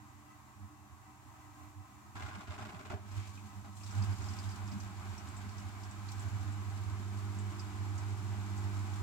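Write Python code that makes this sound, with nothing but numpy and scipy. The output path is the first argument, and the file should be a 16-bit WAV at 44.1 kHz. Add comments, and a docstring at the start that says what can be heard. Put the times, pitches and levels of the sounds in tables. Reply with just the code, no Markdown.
"""Washer dryer starting to tumble

A front loader, close up in a small room. The drying fan blows steadily through its duct. The drum
starts, the load knocks and flops against tub and panels, then swishes and ticks along the steel wall
while the drum gathers speed, whirrs and makes the cabinet hum."""
import sys
import numpy as np
from scipy import signal
from scipy.fft import rfft, irfft, next_fast_len
from scipy.io import wavfile
from scipy.ndimage import uniform_filter1d, map_coordinates

SR = 44100
rng = np.random.default_rng(int(sys.argv[2]) if len(sys.argv) > 2 else 0)


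def dump_mix(stems):
    """Bounce the given channels to the path in sys.argv[1] as a 16-bit WAV at rate SR."""
    frames = np.atleast_2d(stems).T  # one column per channel
    limited = np.clip(frames, -1, 1)  # hard clip at full scale
    pcm = np.round(limited * 32767).astype(np.int16)
    wavfile.write(sys.argv[1], SR, pcm)


N = 397782
TIME = np.arange(N) / SR
SIZE = next_fast_len(N)
FREQS = np.maximum(np.arange(SIZE // 2 + 1) * SR / SIZE, 1)
SIDES = np.array([[1], [-1]])   # left, right

# stereo image: freq_hz, left_over_right_db, left_lead_rad, likeness (0-1)
STEREO_IMAGE = [(50.3, -8.5, 1.06, 0.1), (95, -6, 1.44, 0.92), (127, -6.5, 0.26, .99),
                (174, -10, 0.95, 0.2), (223, 4, 1.03, 1), (298, -2, 0.57, 0.89), (617, 4, 1.17, 0.96),
                (1055, 1.5, 0, 0.37), (1730, -1.5, 0.27, 0), (4400, 2, 0.0034, 0.01), (12000, 4, 0.62, 0)]
# the load hits the drum: start_s, level_db, crackle_offset_db
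LOAD_KNOCKS = [(2.157, -48, -4.5), (2.198, -51, -3), (2.224, -52, 0), (2.263, -48, -1), (2.294, -53, -7),
               (2.333, -56, -2), (2.352, -53, -1), (2.383, -56.5, -5), (2.409, -53.5, -2),
               (2.474, -55.5, 1), (2.508, -49, -2), (2.544, -55, 0), (2.581, -50, -6), (2.614, -50, -4),
               (2.654, -52.5, 3), (2.689, -52.5, -5), (2.722, -55.5, -4), (2.745, -54.5, -4),
               (2.792, -52, -4), (2.852, -55, 1), (2.901, -49.5, 2), (3.643, -57, -18)]
# modes of the steel drum wall: pitch_hz, width_hz, t60_s
WALL_MODES = [(2510, 350, 0.081), (4800, 380, 0.046), (5870, 1000, 0.058), (7560, 1050, 0.12)]


def from_db(db):
    """Decibels to gain."""
    return 10 ** (np.asarray(db) / 20)


def fader(curve):
    """Gain along a dB curve, silent until a quick fade into its first point."""
    s, db = np.transpose(curve)
    return from_db(np.interp(TIME, s, db)) * np.clip((TIME - s[0]) / 0.028 + 1, 0, 1)


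def at_hz(table, hz):
    """A table's columns, read on a log-frequency axis."""
    points, *columns = np.transpose(table)
    return [np.interp(np.log(hz), np.log(points), column) for column in columns]


def smooth_random(turns, size):
    """A smooth random curve with a spread of about 1."""
    knots = rng.standard_normal(4096)
    return map_coordinates(knots, [np.linspace(0, turns, size)], order=2, mode="wrap")


def drift(per_s):
    """Smooth random modulation over time."""
    return smooth_random(per_s * N / SR, N)


def waver(width_hz, per_s):
    """Phase offset that makes a pitch waver."""
    return 2 * np.pi * np.cumsum(width_hz * drift(per_s)) / SR


def strike(age, rise, t60):
    """Envelope of one contact: quick attack, then decay."""
    age = np.maximum(age, 0)
    return (1 - np.exp(-age / rise)) * from_db(-60 * np.minimum(age / t60, 3))


def swell(crest_s, half_s):
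    """Bell-shaped envelope."""
    return np.exp(-.5 * ((TIME - crest_s) / half_s) ** 2)


def bursts(per_s, t60):
    """Envelope of random small contacts, each starting sharply and dying away."""
    onsets = (rng.random(N) < per_s / SR) * rng.exponential(1, N).clip(0, 2.5)
    return signal.lfilter([1], [1, -from_db(-60 / (t60 * SR))], onsets + 1e-18)


def resonances(table):
    """Gain over frequency of a set of peaks and dips."""
    return from_db(sum(db / (1 + (2 * (FREQS - hz) / width) ** 2) for hz, width, db in table))


def ring(clicks, hz, t60):
    """Each click sets a decaying sine ringing."""
    radius, angle = from_db(-60 / (t60 * SR)), 2 * np.pi * hz / SR
    return signal.lfilter([0, np.sin(angle)], [1, -2 * radius * np.cos(angle), radius ** 2], clicks + 1e-18)


def noise(spectrum, body, band):
    """Stereo noise coloured by source and cabinet; its mid has rms 1 within the band (Hz)."""
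    balance_db, lead, alike = at_hz(STEREO_IMAGE, FREQS)
    alike = np.clip(alike, 0, 1)
    mid, side = rfft(rng.standard_normal((2, SIZE)))
    pair = np.sqrt(1 + alike) * mid + SIDES * np.sqrt(1 - alike) * side
    colour = from_db(SIDES * balance_db / 2 + at_hz(spectrum, FREQS)[0])
    pair = pair * colour * np.exp(.5j * SIDES * lead) * body
    inside = (FREQS > band[0]) & (FREQS < band[1])
    return irfft(pair, SIZE)[:, :N] / np.std(irfft(pair.mean(0) * inside, SIZE))


def tone(hz, phase):
    """A sine of rms 1, then panned by its pitch."""
    balance_db, lead, _ = at_hz(STEREO_IMAGE, hz)
    pan = from_db(SIDES * balance_db / 2)
    return np.sqrt(2) * pan * np.sin(2 * np.pi * hz * TIME + phase + SIDES * lead / 2)


def cabinet_and_room():
    """Broad resonances, plus a fine ripple of standing waves that differs left and right."""
    peaks = [(43, 9.3, 5.5), (93.3, 45.4, 21.5), (167, 16, -1), (223.2, 42, 9), (230.7, 11.3, -18.5),
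             (390, 31, -1), (500.4, 95, -18), (615, 53, 7), (710, 30, 0), (779, 230, 7), (1017, 18, 4),
             (1041, 26, 4.5), (1131, 25, 3.5), (1175, 30, 7), (1283, 27, 8.5), (1426, 27, 9.5),
             (1556, 150, 4.5), (2000, 78, 1), (2380, 500, 3), (7510, 1940, 7), (10070, 3500, -5.5),
             (11070, 1100, 5.5)]   # peaks and dips: freq_hz, width_hz, gain_db
    depth_db = np.interp(FREQS, [400, 1600, 5000], [.6, 2.6, 1.8])
    ripple_db = depth_db * np.array([smooth_random(1300, len(FREQS)) for _ in range(2)])
    return resonances(peaks) * from_db(ripple_db) / np.sqrt(1 + (37 / FREQS) ** 10)   # 37 Hz low cut


def fan(body, groups=3):
    """Steady air rush sings in the duct; turbulence shakes the impeller's tones."""
    rush_eq = [(32, -13), (70, -3.5), (140, -10), (210, 0), (330, -1), (480, -10), (680, -11), (1000, -2.5),
               (1500, -13), (1750, -11), (2500, -15.5), (3100, -17), (5200, -19), (6200, -17),
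               (8500, -20.5), (15500, -24)]   # rushing air: freq_hz, level_db
    duct_modes = [(762, 20, 7), (844, 22, -1.5), (931, 10, 8.5), (1039, 26, 5), (1112, 26, 7),
                  (1257, 49, 3), (1278, 26, 4.5), (1587, 9, 6.5), (1831, 22, 9), (1977, 27, 7.5),
                  (2020, 27, 5), (2387, 34, 4), (2680, 34, 10)]   # narrow duct resonances: freq_hz, width_hz, gain_db
    impeller = [(124.5, -67.5, 0), (205.8, -71.5, 0.97), (299.8, -66.5, 0.7)]   # fan tones: pitch_hz, level_db, flutter_share (0-1)
    rush = noise(rush_eq, body, band=(700, 2500))
    spectrum, singing = rfft(rush, SIZE), 0
    for k in range(groups):   # each group of modes swells on its own
        modes = irfft(spectrum * (resonances(duct_modes[k::groups]) - 1), SIZE)[:, :N]
        singing += from_db(4 * drift(per_s=16)) * modes
    air = from_db(-65 + 0.7 * drift(per_s=4.99) + 0.7 * drift(per_s=14)) * (rush + singing)
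    for hz, db, share in impeller:
        flutter = np.sqrt(1 - share) + np.sqrt(share / 2) * (drift(per_s=22) + 1j * drift(per_s=22))
        air += from_db(db) * abs(flutter) * tone(hz, np.angle(flutter))
    return air


def inverter(base_hz=2365):
    """A thin whine that grows a little once the motor pulls."""
    partials = [(4, -90), (5, -92), (6, -100)]   # whine partials: multiple, level_db
    pull_db = 5.4 * np.clip((TIME - 3.6) / 0.7, 0, 1)
    return sum(from_db(db + pull_db + drift(per_s=15)) * tone(k * base_hz, waver(2.0, per_s=30))
               for k, db in partials)


def motor(hum_hz=99.87):
    """The hum follows the load and wobbles with it; overtones join as the drum gathers speed."""
    hum_curve = [(3.0, -52.5), (3.15, -48.5), (3.7, -53.5), (4.02, -39), (4.34, -45), (5.87, -48.5),
                 (6.24, -40.5), (9.0, -39), (9.02, -41)]   # hum under load: time_s, level_db
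    surges = [(3.18, 10, 0.028), (3.5, -12, .012), (3.583, 5.5, .018), (3.935, -7, .015),
              (3.994, 10, 0.024), (4.058, 5, 0.0089), (4.108, 8, 0.025), (4.176, -22, 0.01),
              (4.208, 3, 0.0088), (4.26, 1.5, .02), (4.485, 6.5, 0.021), (4.568, -12, 0.011),
              (4.67, 6.5, 0.012), (5.098, 7, 0.015), (5.213, -12, 0.031), (6.273, 2, .015),
              (6.3, -12, 0.0067), (6.343, 4.5, 0.018), (6.38, -3, .009), (7.526, -15, 0.0096),
              (7.68, -5, 0.055), (8.13, 3.5, .015), (8.165, -6, .008), (8.195, 3, .012), (8.226, -12, .009),
              (8.254, 4, .012), (8.282, -12, 0.0083), (8.32, 4.5, .015)]   # brief swells and dips: crest_s, change_db, half_length_s
    octave_curve = [(3.0, -68), (3.8, -62), (4.3, -55), (5.4, -57.5), (6.3, -64.5), (7.5, -53.5),
                    (8.0, -59.5), (8.4, -53.5), (9.02, -57.5)]   # the hum's octave: time_s, level_db
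    overtones = [(3, -61.5, 6.0), (3.5, -62, 6.53), (4, -69.5, 6.5)]   # upper partials: multiple, level_db, start_s
    phase = waver(0.3, per_s=7)
    wobble = from_db(1.1 * drift(per_s=28))
    surge = from_db(sum(db * swell(s, half) for s, db, half in surges))
    hum = fader(hum_curve) * surge * wobble * tone(hum_hz, phase + waver(0.94, per_s=28))
    shake = from_db(2.5 * drift(per_s=32))   # lumps in the load shake the octave harder
    hum += fader(octave_curve) * shake * tone(2 * hum_hz, waver(1.55, per_s=45))
    for multiple, db, start in overtones:
        gain = np.clip((TIME - start) / 0.42, 0, 1) * from_db(db + 1.2 * drift(per_s=7))
        hum += gain * tone(multiple * hum_hz, multiple * phase / 2)
    return hum


def drum(body):
    """The turning drum whirrs while the tub rumbles on its springs."""
    turning = [(3.0, -65.5), (3.2, -58.5), (3.32, -64.5), (3.67, -68), (3.74, -74), (3.86, -62.5),
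               (3.99, -52.5), (4.12, -53.5), (4.185, -60.5), (4.215, -54.5), (4.5, -56), (4.99, -59.5),
               (5.02, -56), (5.2, -57), (6.19, -58), (6.22, -56), (6.86, -57.5), (9.02, -55)]   # drum noise: time_s, level_db
    whirr_eq = [(32, -27), (48, -3), (70, -10.5), (140, -5), (220, 2.5), (400, 0), (620, -11.5), (1000, -3),
                (1550, -8.5), (2300, -10.5), (3000, -15), (5000, -22), (9000, -40), (15500, -36)]   # spinning drum: freq_hz, level_db
    rumble_eq = [(35, -34), (48, -6), (60, -11), (72, -19), (80, -1.5), (88, -3.5), (96, -16), (130, -51),
                 (400, -86)]   # swaying tub: freq_hz, level_db
    whirr = from_db(0.63 * drift(per_s=30)) * noise(whirr_eq, body, band=(700, 2500))
    rumble = from_db(4.5) * noise(rumble_eq, body, band=(40, 120))
    return fader(turning) * (whirr + rumble)


def cloth(body):
    """Cloth scuffs on the first shove, slides over the steel in uneven rubs and drags free with a hiss."""
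    sliding = [(3.0, -81), (3.15, -66), (3.7, -76), (3.8, -67.5), (4.02, -63), (4.41, -63), (4.62, -67),
               (6.02, -68), (6.1, -65), (6.57, -67.5), (9.02, -65)]   # cloth on steel: time_s, level_db
    drags = [(3.752, -66, 1.4), (4.5, -66, 0.27), (6.116, -52, 0.058)]   # cloth pulls free: start_s, level_db, t60_s
    swish_eq = [(1500, -17), (3000, 2.5), (4800, 2.5), (7000, 0.5), (9000, -3), (15500, -14)]   # airy slide: freq_hz, level_db
    scuff_eq = [(1000, -22), (2300, 2), (3600, -4), (7000, -12), (12000, -27)]   # duller scuff: freq_hz, level_db
    hiss_eq = [(2000, -29), (5000, 4), (9000, 12), (12000, -4), (15500, -6)]   # bright drag: freq_hz, level_db
    grip = np.interp(TIME, [4.5, 7], [.25, .06])   # the faster the drum, the less the load slips
    slips = 1 - grip + grip * bursts(per_s=130, t60=0.05) + grip * bursts(per_s=110, t60=0.0016)
    prickles = 0.46 * bursts(per_s=22, t60=0.044)   # seams catch on the drum's holes
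    swish = fader(sliding) * (slips + prickles) * noise(swish_eq, body, band=(4500, 9000))
    shove = from_db(-62.5) * swell(crest_s=3.21, half_s=0.052)
    scuff = shove * slips * noise(scuff_eq, body, band=(1700, 4000))
    pulls = sum(from_db(db) * strike(TIME - s, rise=0.0019, t60=t60) for s, db, t60 in drags)
    return swish + scuff + pulls * noise(hiss_eq, body, band=(4500, 13000))


def tumble(body):
    """Folds of laundry fall at random, each a dull thud that booms in the tub."""
    tumbling = [(2.3, -53), (3.1, -68), (3.85, -66), (4.25, -50), (6.0, -63), (9.02, -61)]   # falling folds: time_s, level_db
    thud_eq = [(100, -18), (160, 3.5), (250, 3.5), (330, -5), (500, -35), (2000, -67)]   # soft impact: freq_hz, level_db
    boom = [(154, 12, 1), (200.7, 22, 11.5), (249, 12, 3)]   # tub resonances: freq_hz, width_hz, gain_db
    falls = uniform_filter1d(bursts(per_s=14, t60=0.2), size=400)
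    return fader(tumbling) * falls * noise(thud_eq, body * resonances(boom), band=(140, 320))


def grazes(count=18, from_s=3.8, thinning_s=0.6):
    """Faint random ticks that thin out once the load tumbles: start_s, level_db, pitch_hz."""
    when, strength, spot = rng.random((count, 3)).T
    starts = from_s - thinning_s * np.log(1 - when)
    low_hz, high_hz = WALL_MODES[0][0], WALL_MODES[-1][0]
    rows = zip(starts, -62.5 + 4 * strength, low_hz * (high_hz / low_hz) ** spot)
    return [row for row in rows if row[0] < TIME[-1]]


def ticks(own_width_hz=710, own_t60_s=0.059, fall_db_per_oct=10):
    """Fasteners hit the steel and skip once; each rings at its own pitch and stirs nearby wall modes."""
    fasteners = [(3.375, -54.5, 2500), (3.834, -53, 5400), (3.908, -53, 5600), (4.021, -50, 4900),
                 (4.121, -58, 4650), (4.219, -54, 6760), (4.24, -55, 4970), (4.285, -51, 4970),
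                 (4.335, -54, 5220), (4.385, -49.5, 4800), (4.49, -54, 5080), (4.516, -55.5, 4830),
                 (4.676, -55.5, 5200), (4.716, -56, 4900), (4.799, -57, 6100), (5.179, -54.5, 5600),
                 (5.285, -56, 7500), (5.365, -56, 7700), (5.491, -58, 4900), (5.581, -55.5, 5500),
                 (5.834, -56.5, 5250), (5.91, -58, 7500), (6.086, -50.5, 4360), (6.116, -56, 5600),
                 (6.194, -55, 7700), (6.519, -60, 7700), (7.386, -56.5, 7900), (7.593, -49.5, 5000),
                 (7.978, -52, 6960), (8.576, -55.5, 7100), (8.79, -58.5, 7300)]   # hits on the wall: start_s, level_db, pitch_hz
    out, age = np.zeros((2, N)), np.arange(SR // 5) / SR
    for s, db, own_hz in fasteners + grazes():
        start, skip_s = round(s * SR), 0.0096 * rng.uniform(0.4, 2.0)
        wall = [(hz, width, t60, -0.5 - fall_db_per_oct * abs(np.log2(hz / own_hz)))
                for hz, width, t60 in WALL_MODES]
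        for hz, width, t60, ring_db in [(own_hz, own_width_hz, own_t60_s, 0)] + wall:
            bandpass = signal.butter(2, [hz - width / 2, hz + width / 2], "band", fs=SR, output="sos")
            scratch = signal.sosfilt(bandpass, rng.standard_normal((2, len(age))))
            decay_s = t60 * from_db(4 * rng.uniform(-0.88, 1))   # choked by cloth, or ringing on
            hit = strike(age, rise=0.001, t60=decay_s)
            skip = from_db(-9) * strike(age - skip_s, rise=0.001, t60=decay_s)
            tick = from_db(db + ring_db) * np.hypot(hit, skip) * scratch / scratch.std()
            out[:, start:start + len(age)] += tick[:, :N - start]
    return out


def bumps():
    """Soft, heavy pushes swell the cabinet's low resonances for a few cycles."""
    pushes = [(0.64, -49, 97, 0.026), (0.65, -59, 208, .025), (0.937, -52.5, 92.2, 0.01),
              (1.296, -52, 94, 0.017), (1.663, -53, 97.5, 0.02), (1.797, -50, 98, 0.027),
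              (2.172, -45, 96.8, 0.019), (2.25, -40.5, 94, 0.017), (2.366, -47, 97.8, 0.029),
              (2.385, -47.5, 201.3, 0.0091), (2.505, -40, 90.3, 0.015), (2.632, -44.5, 97.6, 0.012),
              (2.635, -53.5, 210, .018), (2.941, -48, 202.6, 0.0069), (2.951, -38.5, 95, 0.011),
              (3.064, -52, 205, 0.013), (3.18, -57, 52.3, .04), (3.44, -55, 206, 0.02),
              (3.587, -52.5, 200, 0.014), (3.635, -48, 96.4, 0.0065), (4.022, -45.5, 200, 0.014),
              (4.14, -47.5, 200, 0.016), (4.209, -49, 96.1, 0.009), (4.345, -47, 204, 0.017),
              (4.755, -53, 204.5, .016), (5.524, -50, 208.4, .018)]   # cabinet bumps: crest_s, level_db, pitch_hz, half_length_s
    return sum(from_db(db) * swell(s, half) * tone(hz, rng.uniform(0, 2 * np.pi))
               for s, db, hz, half in pushes)


def landings(fall_db_per_oct=12):
    """Falling wads ring the tub, most strongly near the pitch of each blow."""
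    wads = [(2.581, -56, 640), (2.914, -52, 440), (3.638, -64, 850), (3.965, -52, 765), (4.095, -55, 700),
            (4.2, -57, 340), (6.21, -56, 380), (6.71, -54.5, 764)]   # laundry lands: start_s, level_db, pitch_hz
    tub_modes = [(230, 8, 0.17), (385, 0, 0.25), (610, -2, 0.12), (667, -4, 0.12), (803, 6, 0.16)]   # boxy tub modes: pitch_hz, gain_db, t60_s
    out, age = np.zeros((2, N)), np.arange(SR // 3) / SR
    for hz, mode_db, t60 in tub_modes:
        envelope = np.zeros(N)
        for s, db, blow_hz in wads:
            start = round(s * SR)
            gain = from_db(db + mode_db - fall_db_per_oct * abs(np.log2(hz / blow_hz)))
            envelope[start:start + len(age)] += gain * strike(age, rise=0.0089, t60=t60)
        out += envelope * tone(hz, rng.uniform(0, 2 * np.pi))
    return out


def clacks(chatter_per_s=170, clack_db=-6.5, bounce_db=-9, spread_db=3.5):
    """Knocks, their bounces and chatter ring the loose panels, each contact with its own mix of modes."""
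    rattles = [(2.152, -58, 1.5), (2.262, -47.5, 0.2)]   # chatter as the drum jerks into motion: start_s, level_db, t60_s
    panel_modes = [(833, -4, 0.22), (990, 0.5, 0.16), (1045, -4, 0.17), (1190, -9, .18), (1386, -6, .17),
                   (1420, -3.5, 0.18), (1496, 3.5, 0.074), (1620, -4, 0.18), (2087, -9, 0.16),
                   (2200, -8, .1), (2750, -9, .08), (3560, -9, .04)]   # loose panels: pitch_hz, gain_db, t60_s
    knock_s, knock_db, _ = np.transpose(LOAD_KNOCKS)
    chatter = sum(from_db(db) * strike(TIME - s, rise=.001, t60=t60) for s, db, t60 in rattles)
    contacts = (rng.random(N) < chatter_per_s / SR) * chatter
    contacts[(knock_s * SR).astype(int)] += from_db(knock_db + clack_db)
    bounce_s = knock_s + .014 * rng.uniform(.5, 2, len(knock_s))
    contacts[(bounce_s * SR).astype(int)] += from_db(knock_db + clack_db + bounce_db)
    out, at = np.zeros((2, N)), np.flatnonzero(contacts)
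    for hz, mode_db, t60 in panel_modes:
        strength = rng.standard_normal((2, N))[:, at]
        gain = np.sign(strength) * from_db(mode_db + spread_db * (abs(strength) - 1))
        clicks = np.zeros((2, N))
        clicks[:, at] = contacts[at] * gain
        out += ring(clicks, hz, t60)
    return out


def knocks(body, flop_s=2.908, flop_db=-40.5):
    """Each knock is a slap, a fine crackle and a hollow ring of the tub; the last flop is all ring."""
    slap_eq = [(32, -13), (80, -1), (140, -2), (210, 2), (300, 2), (430, 1.5), (600, -7.5), (1100, -1),
               (1550, -6), (1760, -13), (2100, -9), (3000, -13), (5000, -16), (9000, -24), (15500, -44)]   # laundry slap: freq_hz, level_db
    crackle_eq = [(700, -22), (1500, 0), (2200, 0.5), (3500, -4), (5500, -11.5), (9000, -20), (15500, -39)]   # stiff folds on steel: freq_hz, level_db
    hollow_eq = [(120, -30), (210, -0.5), (300, -9), (410, 6), (520, -14), (640, -1.5), (800, -12.5),
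                 (1500, -14.5), (5000, -41)]   # tub ring: freq_hz, level_db
    slap_power = crackle_power = 0
    hollow_power = (from_db(flop_db) * strike(TIME - flop_s, rise=0.015, t60=0.25)) ** 2
    for s, db, crackle_db in LOAD_KNOCKS:
        age = TIME - s
        hollow_db = np.interp(s - LOAD_KNOCKS[0][0], [0, 0.42], [-16, -1.5])   # grows over the first knocks
        slap_power += (from_db(db) * strike(age + 0.0036, rise=0.0037, t60=0.26)) ** 2
        crackle_power += (from_db(db + crackle_db) * strike(age + 0.0038, rise=0.0023, t60=0.25)) ** 2
        hollow_power += (from_db(db + hollow_db) * strike(age, rise=0.0053, t60=0.21)) ** 2
    roughness = from_db(-2 + 2.0 * drift(per_s=300))
    slaps = np.sqrt(slap_power) * roughness * noise(slap_eq, body, band=(900, 8000))
    grains = from_db(-5.5) * np.sqrt(bursts(per_s=600, t60=0.013))
    crackle = np.sqrt(crackle_power) * grains * noise(crackle_eq, body, band=(2000, 8000))
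    hollow = np.sqrt(hollow_power) * noise(hollow_eq, body, band=(300, 900))
    return slaps + crackle + hollow


def scene():
    """The running machine and its load; the broad noises share one cabinet and room colour."""
    body = cabinet_and_room()
    bed = fan(body) + inverter() + motor() + drum(body) + cloth(body) + tumble(body)
    return bed + knocks(body) + clacks() + landings() + bumps() + ticks()


def record(dry, cutoff_hz=15750):
    """A steep low-pass trims the top."""
    return signal.sosfilt(signal.ellip(10, .1, 80, cutoff_hz, fs=SR, output="sos"), dry)


dry = scene()
out = record(dry)
dump_mix(out)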